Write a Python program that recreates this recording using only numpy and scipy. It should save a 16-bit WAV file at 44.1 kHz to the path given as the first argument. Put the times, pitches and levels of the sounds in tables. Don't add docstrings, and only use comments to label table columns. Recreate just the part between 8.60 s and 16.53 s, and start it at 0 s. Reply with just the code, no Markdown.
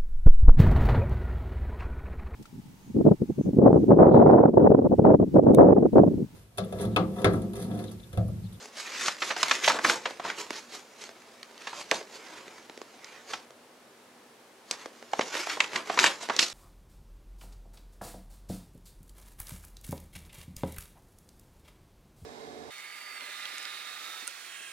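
import sys
import numpy as np
from scipy import signal
from scipy.fft import rfft, irfft, next_fast_len
from scipy.io import wavfile
from scipy.ndimage import map_coordinates

SR = 44100
rng = np.random.default_rng(int(sys.argv[2]) if len(sys.argv) > 2 else 0)


def to_wav(sig):
    pcm = np.clip(np.atleast_2d(sig), -1, 1) * 32767
    pcm = np.round(pcm).astype(np.int16)
    wavfile.write(sys.argv[1], SR, pcm.T)


N = 349713

# (frequency [Hz], relative density [dB])
HUSH_SPECTRUM = [(15, -66), (25, -49), (107, -20), (184, -16), (241, -3), (269, -10), (449, -6.5),
                 (10800, -27.5), (15800, -37)]
# (start [s], length [s], rub level [dB], flutter re rub [dB], hiss re rub [dB])
SLIDE_STROKES = [(0.0, 0.039, -55, 6.5, 8), (0.174, 0.029, -42.5, -6, 3.5), (0.265, 0.093, -40, -7.5, -2),
                 (0.388, 0.098, -35, -8.5, 1), (0.613, 0.08, -40.5, -7, 3), (0.778, 0.18, -35.5, -6, 0),
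                 (1.037, 0.056, -30.5, -6, 1), (1.118, 0.054, -39, 4, -3), (1.256, 0.053, -31, 1, 2.5),
                 (1.442, 0.071, -48, -2, -1.5), (1.651, .044, -37.5, -3.5, -6.5),
                 (1.786, 0.015, -41.5, 0, 4), (1.922, 0.044, -43.5, -4, 2.5), (2.132, 0.011, -44, -3, 4),
                 (2.41, 0.013, -49.5, -0.5, 6), (3.006, 0.1, -48, -11, -3), (3.153, 0.049, -45.5, 0, 2),
                 (3.324, .032, -43.5, 3, 5), (3.527, 0.028, -50, -0.5, 3), (3.6, 0.19, -51, 0, -2.5),
                 (3.846, 0.14, -56, 2.5, -2), (4.432, .135, -51.5, -5, -5.5), (4.696, 0.036, -47.5, 1, 3.5),
                 (6.116, 0.011, -45.5, -1.5, 1), (6.16, 0.079, -51.5, -4, -1.5), (6.543, .14, -48, -0.5, 2),
                 (6.736, 0.072, -33, -9, -3), (6.874, 0.056, -38.5, -5, 0), (7.011, 0.025, -40, -2.5, -2.5),
                 (7.136, .034, -37.5, 1.5, -2.5), (7.28, .065, -41.5, 1.5, -1.5),
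                 (7.41, 0.054, -27, -3.5, -1), (7.62, 0.0069, -40.5, -1.5, 1.5),
                 (7.719, 0.026, -38.5, -2, -6.5), (7.811, 0.0091, -37.5, -3, 10),
                 (7.885, 0.035, -54.5, -5, 8.5)]
# (frequency [Hz], relative density [dB])
RUB_SPECTRUM = [(50, -31.5), (350, -2), (650, -4), (1000, 0), (2100, 3), (3200, -2), (6900, -5.5),
                (9400, -18.5), (11700, -20.5), (16000, -54)]
# (time [s], level [dB], ring [Hz], decay [s])
TAUT_BUCKLES = [(0.46, -27.5, 3750, .002), (0.481, -26.5, 940, .0042), (0.6188, -28.5, 1130, 0.0079),
                (0.703, -30, 915, 0.0099), (0.7634, -35, 700, 0.0048), (0.83, -18.5, 1100, 0.0027),
                (0.9107, -19.5, 1070, 0.0048), (1.0415, -24, 3120, 0.0066), (1.0771, -19.5, 760, 0.0057),
                (1.297, -19.5, 1420, 0.0028), (1.4545, -31, 515, 0.0074), (2.83, -38.5, 1700, .0014),
                (2.9786, -45, 3530, .001), (3.07, -36, 1010, 0.0061), (3.3132, -17, 2400, 0.0015),
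                (4.445, -37.5, 5400, 0.0011), (4.734, -32.5, 860, 0.005), (6.111, -20.5, 6760, 0.002),
                (6.6092, -31, 750, 0.0063), (6.8951, -32, 2030, .007), (7.158, -26, 1900, 0.0044),
                (7.3895, -15, 1890, 0.0026), (7.3974, -18, 3780, 0.0018), (7.4404, -17, 1100, 0.0031),
                (7.4617, -21.5, 1980, 0.0046), (7.7648, -24, 6250, 0.0014), (7.7908, -14, 3700, 0.0042),
                (7.826, -22, 4420, 0.0046)]
# (time [s], level [dB], ring [Hz], decay [s])
SLACK_FLAPS = [(1.0981, -17.5, 1050, 0.0062), (1.188, -23.5, 1000, 0.0036), (1.2446, -15.5, 1390, 0.0058),
               (1.5966, -30.5, 720, .0052), (1.6485, -28, 940, 0.0049), (1.7, -23.5, 1600, 0.003),
               (3.1287, -35.5, 900, 0.0062), (3.3159, -21.5, 596, 0.0061), (3.4114, -35, 500, 0.0027),
               (6.5335, -19, 870, 0.0025), (6.5925, -16, 520, 0.0023), (6.8706, -27, 880, 0.0024),
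               (6.971, -30.5, 746, 0.0035), (7.004, -11.5, 2370, 0.0025), (7.043, -29, 2370, 0.0021),
               (7.2973, -22.5, 720, .0052), (7.3739, -20, 1070, .005), (7.6969, -20, 960, 0.0049)]
# (time [s], level [dB])
FINGER_TICKS = [(1.508, -35.5), (1.906, -24), (2.4917, -39), (3.8802, -40), (4.0972, -37.5), (4.176, -36),
                (4.2161, -34), (4.9063, -43), (6.2586, -31), (6.426, -37), (6.752, -25.5), (7.6883, -27)]
# (frequency [Hz], relative density [dB])
BUCKLE_SPECTRUM = [(50, -17), (260, 7), (2000, 8.5), (6400, 0.5), (8000, -5), (9400, -16.5), (11500, -16.5),
                   (16000, -49)]
# (time [s], left minus right [dB])
SHEET_PAN = [(1.2, -1.5), (1.8, -2), (4.8, -2), (7.1, -1.5)]
# (frequency [Hz], coherence [1])
DIFFUSE_COHERENCE = [(300, 0.99), (3000, 0.4)]
# (frequency [Hz], T60 [s])
ROOM_T60 = [(200, 0.53), (10000, 0.084)]

HUSH_DB, ROOM_DB, TOP_HZ = -56, -16.0, 15850
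HANDLING_DB, REST_FROM_S, REST_TO_S = -63, 4.85, 6.1
ATTACK_DB_PER_S, SWELL_DB, RELEASE_DB_PER_S = 395, 4, 231
CRACK_DB, CRACK_DB_PER_OCTAVE = 4, -2.5
FLAP_CRACK_DB = -10
TICK_HZ, TICK_CRACK_DB, TICK_DECAY_S = 420, -1.5, 0.0013


def amp(db):
    return 10 ** (np.asarray(db) / 20)


def unit(x):
    return x / np.sqrt(np.mean(x ** 2) + 1e-20)


def along(points, hz):
    knots_hz, values = np.transpose(points)
    return np.interp(np.log(hz + 1), np.log(knots_hz + 1), values)


def wobble(rate_hz):
    knots = rng.standard_normal(int(N * rate_hz / SR) + 4)
    return map_coordinates(knots, [np.arange(N) * rate_hz / SR])


def filtered(x, response):
    size = next_fast_len(N + SR // 2)
    return irfft(rfft(x, size) * response(np.fft.rfftfreq(size, 1 / SR)), size)[..., :N]


def minimum_phase(gain):
    cepstrum = irfft(np.log(np.maximum(gain, 1e-6)))
    half = cepstrum.shape[-1] // 2
    cepstrum[..., 1:half] *= 2
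    cepstrum[..., half + 1:] = 0
    return np.exp(rfft(cepstrum))


def patches(x, per_octave, per_s, gain, size=1024):
    hz, t, spectra = signal.stft(x, SR, nperseg=size)
    grid = np.meshgrid(np.log2(1 + hz / 200) * per_octave, t * per_s, indexing="ij")
    field = map_coordinates(rng.standard_normal(spectra.shape), grid, mode="wrap")
    return signal.istft(spectra * gain(field), nperseg=size)[1][:N]


def diffuse(pair):
    def weights(hz):
        angle = np.arccos(np.clip(along(DIFFUSE_COHERENCE, hz), -1, 1)) / 2
        return np.array([np.cos(angle), np.sin(angle)])
    mid, side = filtered(pair, weights)
    return np.array([mid + side, mid - side])


def hush():
    noise = filtered(rng.standard_normal((2, N)), lambda hz: amp(along(HUSH_SPECTRUM, hz)))
    pair = diffuse(noise)
    return amp(HUSH_DB) * pair / np.std(pair.mean(axis=0))


def slips(rate_hz, spread_db):
    sizes = amp(spread_db * np.minimum(rng.exponential(size=N), 2))
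    return unit(sizes * (rng.random(N) < rate_hz / SR))


def friction_db():
    t = np.arange(N) / SR
    handling = (t < REST_FROM_S) | (t > REST_TO_S)
    power = np.zeros((3, N)) + amp(HANDLING_DB) ** 2 * handling
    for start_s, length_s, rub_db, flutter_db, hiss_db in SLIDE_STROKES:
        span = slice(max(round((start_s - .5) * SR), 0), round((start_s + length_s + .5) * SR))
        age_s = t[span] - start_s
        attack_db = ATTACK_DB_PER_S * np.minimum(age_s, 0)
        swell_db = SWELL_DB * (np.clip(age_s / length_s, 0, 1) - 1)
        release_db = -RELEASE_DB_PER_S * np.maximum(age_s - length_s, 0)
        envelope = amp(rub_db + attack_db + swell_db + release_db)
        power[:, span] += np.outer(amp([flutter_db, 0, hiss_db]), envelope) ** 2
    return 10 * np.log10(power + 1e-12)


def rub_bands(hz):
    above_flutter, above_bend = [1 / (1 + (edge_hz / (hz + 1)) ** 7) for edge_hz in (1000, 3500)]
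    shares = np.array([1 - above_flutter, above_flutter * (1 - above_bend), above_flutter * above_bend])
    return np.sqrt(shares) * amp(along(RUB_SPECTRUM, hz))


def sliding(crinkle_s=0.00093):
    pole = np.exp(-1 / (crinkle_s * SR))
    crinkles = unit(signal.lfilter([1], [1, -pole], slips(rate_hz=50, spread_db=8.0)))
    grip = unit(np.hypot(1, amp(-11.0) * crinkles) * amp(1.56 * wobble(rate_hz=140)))
    grains = amp(-9.5) * slips(rate_hz=1500, spread_db=3)
    out = np.zeros(N)
    for band, level_db in enumerate(friction_db()):
        depth_db = 4.2 / (1 + band / 2)
        noise = rng.standard_normal(N) + grains
        rub = patches(noise, per_octave=9, per_s=18, gain=lambda field: amp(depth_db * field))
        out += amp(level_db) * unit(filtered(rub * grip, lambda hz: rub_bands(hz)[band]))
    return out


def snap_events():
    buckles = [(s, db, hz, CRACK_DB + CRACK_DB_PER_OCTAVE * np.log2(hz / 1000), decay_s)
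               for s, db, hz, decay_s in TAUT_BUCKLES]
    flaps = [(s, db, hz, FLAP_CRACK_DB, decay_s) for s, db, hz, decay_s in SLACK_FLAPS]
    ticks = [(s, db, TICK_HZ, TICK_CRACK_DB, TICK_DECAY_S) for s, db in FINGER_TICKS]
    return buckles + flaps + ticks


def snapping(ring_q=2.02, puff_db=-14, crack_cycles=33, slow_s=0.019, shiver_db=-23, size=4096):
    t = np.arange(size) / SR
    hz = np.fft.rfftfreq(size, 1 / SR) + 1
    colour = amp(along(BUCKLE_SPECTRUM, hz))
    puff = amp(puff_db) / np.hypot(1, hz / 500)
    out = np.zeros(N + size)
    for start_s, level_db, ring_hz, crack_db, decay_s in snap_events():
        bend = 1 / np.hypot(1, ring_q * (hz / ring_hz - ring_hz / hz)) / np.hypot(1, hz / (3 * ring_hz))
        ring = np.hypot(bend, puff)
        above_ring = 1 / np.hypot(1, (0.81 * ring_hz / hz) ** 2)
        crack = above_ring / np.hypot(1, (hz * decay_s / crack_cycles) ** 2)
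        rise = 1 - np.exp(-t * slow_s / decay_s ** 2)
        decays_s = decay_s * np.array([[1], [0.99]])
        shiver = amp(shiver_db) * np.exp(-t / (4 * decay_s))
        noise = rise * (np.exp(-t / decays_s) + shiver) * rng.standard_normal((2, size))
        bursts = irfft(rfft(noise) * minimum_phase(colour * np.array([ring, crack])))
        bursts *= np.sqrt(decay_s * SR) / np.linalg.norm(bursts, axis=1, keepdims=True)
        out[round(start_s * SR):][:size] += amp([level_db, level_db + crack_db]) @ bursts
    return out[:N]


def sheet_spread(x, width_db):
    side = patches(x, per_octave=4, per_s=14, gain=lambda field: np.exp(1j * np.pi * field))
    side = amp(width_db) * filtered(side, lambda hz: hz / (hz + 500))
    return np.array([x + side, x - side])


def room(x, delay_s=.004):
    hz, t, spectra = signal.stft(rng.standard_normal((2, SR // 2)), SR, nperseg=256)
    decay = amp(-60 * t / along(ROOM_T60, hz)[:, None])
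    tail = signal.istft(spectra * decay, SR, nperseg=256)[1]
    tail = np.pad(tail, ((0, 0), (round(delay_s * SR), 0)))
    tail /= np.linalg.norm(tail[0])
    return diffuse(signal.fftconvolve(x[None], tail, axes=1)[:, :N])


def scene():
    paper = sliding() + snapping()
    pan_db = np.interp(np.arange(N) / SR, *np.transpose(SHEET_PAN))
    direct = sheet_spread(paper, width_db=-8.5) * amp([pan_db / 2, -pan_db / 2])
    return direct + amp(ROOM_DB) * room(paper) + hush()


def record(dry):
    return filtered(dry, lambda hz: hz < TOP_HZ)


dry = scene()
out = record(dry)
to_wav(out)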